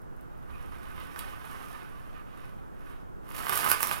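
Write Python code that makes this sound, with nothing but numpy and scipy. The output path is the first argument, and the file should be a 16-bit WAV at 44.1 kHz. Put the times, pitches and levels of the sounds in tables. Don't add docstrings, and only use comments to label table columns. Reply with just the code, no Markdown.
import sys
import numpy as np
from scipy import signal
from scipy.fft import rfft, irfft
from scipy.io import wavfile

SR = 44100
rng = np.random.default_rng(int(sys.argv[2]) if len(sys.argv) > 2 else 0)


def output_pcm(signal):
    pcm = np.clip(np.atleast_2d(signal).T, -1, 1) * 32767
    wavfile.write(sys.argv[1], SR, np.round(pcm).astype(np.int16))


N = 176400
TIME = np.arange(N) / SR
FREQS = np.fft.rfftfreq(N, 1 / SR)


def amp(db):
    return 10 ** (np.asarray(db) / 20)


def unit(x):
    return x / np.sqrt(np.mean(x ** 2) + 1e-20)


def read(points, hz, column=1):
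    table = np.transpose(points)
    return np.interp(np.log(hz + 1), np.log(table[0] + 1), table[column])


def add(mix, start_s, sound):
    part = mix[max(round(start_s * SR), 0):][:len(sound)]
    part += sound[:len(part)]


def response(spectrum, size=4096):
    log_gain = np.log(amp(read(spectrum, abs(np.fft.fftfreq(size, 1 / SR)))))
    impulse = np.fft.ifft(np.exp(np.conj(signal.hilbert(log_gain)))).real[:size // 2]
    return impulse / np.linalg.norm(impulse)


def through(x, impulse):
    return signal.fftconvolve(x, impulse)[:N]


def wander(hz):
    return unit(irfft(rfft(rng.standard_normal(N)) / (1 + (FREQS / hz) ** 4), N))


def microphones(right, other, pair):
    shared = np.clip(read(pair, FREQS, column=3), 0, 1)
    blend = shared * rfft(right) + (1 - shared) * rfft(other)
    left = blend * amp(read(pair, FREQS)) * np.exp(1j * read(pair, FREQS, column=2))
    return np.array([irfft(left, N), right])


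# (frequency [Hz], relative density [dB])
AIR_SPECTRUM = [(20, 2), (42, -4), (120, -5), (200, -8.5), (350, -11.5), (660, -17.5), (1400, -20.5),
                (2300, -40), (4000, -51.5), (16000, -51)]
# (frequency [Hz], level [dB], phase lead [rad], shared part [0-1])
AIR_STEREO = [(64, -0.25, 3.55, 0.82), (1010, 0.4, 2.67, 0.65), (2960, 0.83, 2.55, 0.096),
              (10000, 0.26, 2.7, 0.086)]
def air(level_db=-41.5):
    colour = amp(read(AIR_SPECTRUM, FREQS))
    noises = rng.standard_normal((2, N))
    right, other = (amp(level_db) * unit(irfft(rfft(noise) * colour, N)) for noise in noises)
    return microphones(right, other, AIR_STEREO)


# (time [s], level [dB])
GRIP_LEVELS = [(0, -54.5), (.7, -42.5), (1.2, -49), (1.9, -60)]
def handling(centre_hz=65, width_hz=25):
    colour = 1 / (1 + ((FREQS - centre_hz) / width_hz) ** 2)
    rumble = unit(irfft(rfft(rng.standard_normal(N)) * colour, N))
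    envelope = amp(np.interp(TIME, *np.transpose(GRIP_LEVELS)))
    return rumble * envelope * np.array([[-.4], [1]])


# (frequency [Hz], T60 [s])
ROOM_DECAY = [(150, 0.23), (3000, 0.32), (8000, 0.23), (15000, 0.093)]
def reflections(first_s=0.0019):
    t = np.arange(SR // 2) / SR
    echoes = rng.standard_normal(len(t)) * (t > first_s)
    hz, age_s, bands = signal.stft(echoes, SR, nperseg=256)
    decay = amp(-60 * age_s / read(ROOM_DECAY, hz)[:, None])
    tail = signal.istft(bands * decay, SR, nperseg=256)[1]
    return tail / np.linalg.norm(tail)


def room(x, wet_db, shift_hz=25, paths=4):
    shares = np.array([wander(shift_hz) for _ in range(paths)])
    shares /= np.linalg.norm(shares, axis=0)
    return x + amp(wet_db) * sum(through(x * share, reflections()) for share in shares)


# (frequency [Hz], relative level [dB], T60 [s])
CASE_MODES = [(910, -11, 0.036), (1035.5, -5.5, 0.08), (1188.6, 8, 0.043), (1418, -9, 0.072),
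              (1494.5, 0, 0.048), (1698, -5.5, 0.034), (2468, -12.5, 0.092), (2880, -19, 0.054),
              (3565, -17.5, 0.11)]
# (frequency [Hz], relative density [dB])
KNOCK_SPECTRUM = [(50, -13), (110, -8), (330, -2.5), (600, -0.5), (1100, 4.5), (1700, -4.5), (2300, -6.5),
                  (3100, -8), (4000, -24.5), (10000, -45)]
def case(ring_db, damping_hz=3780):
    t = np.arange(SR // 4) / SR
    ring = sum(amp(db - 60 * t / t60) * np.cos(2 * np.pi * hz * t) for hz, db, t60 in CASE_MODES)
    ring = signal.sosfilt(signal.butter(2, damping_hz, fs=SR, output="sos"), ring)
    impulse = amp(ring_db) * ring / np.linalg.norm(ring)
    add(impulse, 0, response(KNOCK_SPECTRUM))
    return impulse / np.linalg.norm(impulse)


def waver(x, depth_ms=.4, rate_hz=12):
    return np.interp(TIME + depth_ms / 1000 * wander(rate_hz), TIME, x)


def friction(per_s, spread_db, smooth_db, flutter_db, flutter_hz):
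    sizes = amp(spread_db * np.minimum(rng.exponential(1, N), 4)) * rng.choice([-1., 1.], N)
    catches = unit(sizes * (rng.random(N) < per_s / SR))
    rubbing = amp(smooth_db) * rng.standard_normal(N)
    pressure = amp(flutter_db * wander(flutter_hz))
    return unit((catches + rubbing) * pressure)


def contact(decay_ms):
    age = np.arange(SR // 20) / SR * 1000 / decay_ms
    return rng.standard_normal(len(age)) * (1 - np.exp(-age / 0.11)) * np.exp(-age)


def rasp(x, band_hz=(1900, 3700)):
    return signal.sosfilt(signal.butter(2, band_hz, "bandpass", fs=SR, output="sos"), x)


# (frequency [Hz], relative density [dB])
CLASH_SPECTRUM = [(500, -36), (2500, -12.5), (4200, -6), (5600, -0.5), (6700, -6), (8200, 2), (11000, 10),
                  (13000, 8), (16000, 0.5)]
def struck_steel(force):
    return through(force, response(CLASH_SPECTRUM))


# (time [s], relative level [dB])
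BLADE_TICKS = [(0.0179, -45.5), (0.165, -50), (0.2109, -44), (0.377, -51), (0.4254, -53), (0.6599, -42),
               (0.83, -41), (1.0002, -35.5), (1.452, -35)]
def ticks(gain_db=-4, decay_ms=1.0):
    force = np.zeros(N)
    for start_s, db in BLADE_TICKS:
        add(force, start_s, amp(db + gain_db) * contact(decay_ms))
    return struck_steel(force)


def squeak(start_s=0.52, length_s=0.054, hz=2490, width_hz=130, level_db=-58):
    t = np.arange(0, length_s, 1 / SR)
    phase = 2 * np.pi * hz * t
    tone = wander(width_hz)[:len(t)] * np.sin(phase) + wander(width_hz)[:len(t)] * np.cos(phase)
    sound = np.zeros(N)
    add(sound, start_s, amp(level_db) * unit(tone * np.hanning(len(t))))
    return sound


# (time [s], relative level [dB])
PULL_EFFORT = [(0, -76), (.44, -63), (.5, -60), (.56, -56.5), (.625, -57.5), (.68, -55.5), (.92, -53.5),
               (1.0, -51), (1.13, -52.5), (1.18, -49), (1.29, -48.5), (1.37, -53.5), (1.47, -48.5),
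               (1.78, -51.5), (1.88, -56), (2.08, -57.5), (2.25, -61), (2.45, -57), (2.69, -67.5),
               (2.9, -55.5), (3.06, -70), (3.2, -74.5), (3.27, -55)]
# (time [s], relative reel level [dB], relative edge level [dB], decay [ms])
REEL_CATCHES = [(.497, -50.5, -65, 9.5), (0.721, -46.5, -56, 2.8), (.83, -52, -50, 5),
                (.853, -47, -57, 4.2), (.977, -44, -60, 7.7), (1.003, -57, -47.5, 15),
                (1.191, -63, -33, 4.5), (1.273, -46.5, -64, 20), (1.441, -49.5, -54, 21)]
# (frequency [Hz], relative density [dB])
SLOW_HISS_SPECTRUM = [(500, -12), (3100, -6), (4100, -11), (5500, -6.5), (7000, -12), (8800, -6.5),
                      (10500, -1), (12200, -2.5), (14000, -5.5), (16000, -12.5)]
def pull(hiss_gain_db=-6.5, hiss_growth=1.25, usual_effort_db=-52, catch_gain_db=9):
    effort_db = np.interp(TIME, *np.transpose(PULL_EFFORT), right=-120)
    reel = friction(per_s=500, spread_db=1.5, smooth_db=2.0, flutter_db=2.5, flutter_hz=36.2)
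    reel *= amp(effort_db + 5.5)
    edge = np.zeros(N)
    for start_s, reel_db, edge_db, decay_ms in REEL_CATCHES:
        add(reel, start_s, amp(reel_db + catch_gain_db) * contact(decay_ms))
        add(edge, start_s, amp(edge_db + catch_gain_db) * contact(decay_ms))
    hiss = friction(per_s=1100, spread_db=11.0, smooth_db=4.0, flutter_db=0.6, flutter_hz=31)
    hiss *= amp(usual_effort_db + hiss_growth * (effort_db - usual_effort_db) + hiss_gain_db)
    rumble = waver(through(reel, case(ring_db=3.5)))
    return rumble + rasp(edge) + through(hiss, response(SLOW_HISS_SPECTRUM))


# (time [s], relative reel level [dB], relative hiss level [dB])
REWIND_LEVELS = [(3.265, -59, -73), (3.29, -50.5, -60), (3.345, -51.5, -52.5), (3.36, -43.5, -45),
                 (3.42, -42, -50), (3.51, -39.5, -46), (3.555, -39.5, -38.5), (3.61, -36, -41),
                 (3.7, -35.5, -39.5), (3.745, -43.5, -45), (3.79, -45, -45), (3.85, -41.5, -45.5),
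                 (3.93, -41, -39), (4.0, -52, -55)]
# (frequency [Hz], relative density [dB])
FAST_HISS_SPECTRUM = [(500, -12.5), (2500, -8.5), (4200, -10.5), (5600, -12), (6700, -14), (8000, -11),
                      (9300, -9), (10800, -2), (12300, -5), (13800, -5), (16000, -14.5)]
def rewind():
    times, reel_db, hiss_db = np.transpose(REWIND_LEVELS)
    reel = friction(per_s=500, spread_db=2.0, smooth_db=-3.5, flutter_db=2.6, flutter_hz=112)
    reel *= amp(np.interp(TIME, times, reel_db, left=-120) + 5)
    hiss = friction(per_s=1700, spread_db=1.5, smooth_db=-6.5, flutter_db=3.0, flutter_hz=150)
    hiss *= amp(np.interp(TIME, times, hiss_db, left=-120) + 5.5)
    return through(reel, case(ring_db=-6)) + through(hiss, response(FAST_HISS_SPECTRUM))


# (time [s], relative steel level [dB], relative case level [dB], contact decay [ms], scrape rise [ms])
BLADE_SLAPS = [(1.161, -39, -37, 1.7, .5), (1.1918, -22, -47, 2, 3), (3.313, -52, -42.5, 4.9, 1),
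               (3.468, -31, -32, 2, .5), (3.495, -11, -25, 1.5, .1), (3.524, -20.5, -27, 14, .3),
               (3.555, -14, -36, 4, 1.7), (3.575, -11.5, -29.5, 2.8, 2.9), (3.643, -20, -29.5, 7.7, 1),
               (3.701, -9.5, -27.5, 2.3, 12), (3.7157, -4.5, -19, 1.5, 3.5), (3.728, -16, -49, 1.2, 0.92),
               (3.8057, -19, -29, 2.7, .3), (3.830, -8, -23, 1.9, 6.3), (3.871, -15.5, -35, 2, .5),
               (3.9129, -24, -23.5, 2.7, .3)]
def slaps(clash_db=-4, snap_db=8.0, crack_db=7, crack_ms=0.6, knock_db=27, scrape_db=-8, rattle_db=-24):
    steel, edge, blows = np.zeros((3, N))
    for hit_s, steel_db, case_db, contact_ms, rise_ms in BLADE_SLAPS:
        scrape = amp(scrape_db) * contact(rise_ms)[::-1]
        clash = np.concatenate([scrape, contact(contact_ms)])
        add(steel, hit_s - len(scrape) / SR, amp(steel_db + clash_db) * clash)
        add(steel, hit_s, amp([steel_db + snap_db]) / contact_ms)
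        add(edge, hit_s, amp(case_db + crack_db) * contact(crack_ms))
        add(blows, hit_s, amp([case_db + knock_db]))
        add(blows, hit_s, amp(case_db + knock_db + rattle_db) * contact(contact_ms))
    return struck_steel(steel) + rasp(edge) + through(blows, case(ring_db=9))


# (frequency [Hz], level [dB], phase lead [rad], shared part [0-1])
TAPE_STEREO = [(60.3, 1.5, 1.68, 1), (296, -3.5, 2.36, 0.52), (740, -6, 2.62, 0.43),
               (1210, -10, 2.29, 0.93), (2100, -7, 1.92, 0.12), (3100, -9.5, 1.7, 0.08),
               (5700, -8, 0.46, 0.1), (9600, -12, 0.99, 0.2), (14600, -7.5, 1.3, 0)]
def scene():
    tape = pull() + squeak() + rewind() + slaps() + ticks()
    near = room(tape, wet_db=-3.5)
    far = amp(-2.5) * room(tape, wet_db=1.0)
    return microphones(near, far, TAPE_STEREO) + air() + handling()


def record(dry, cutoff_hz=16050):
    lowpass = signal.firwin(511, cutoff_hz, window=("kaiser", 9), fs=SR)
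    return signal.oaconvolve(dry, lowpass[None], "same")


dry = scene()
out = record(dry)
output_pcm(out)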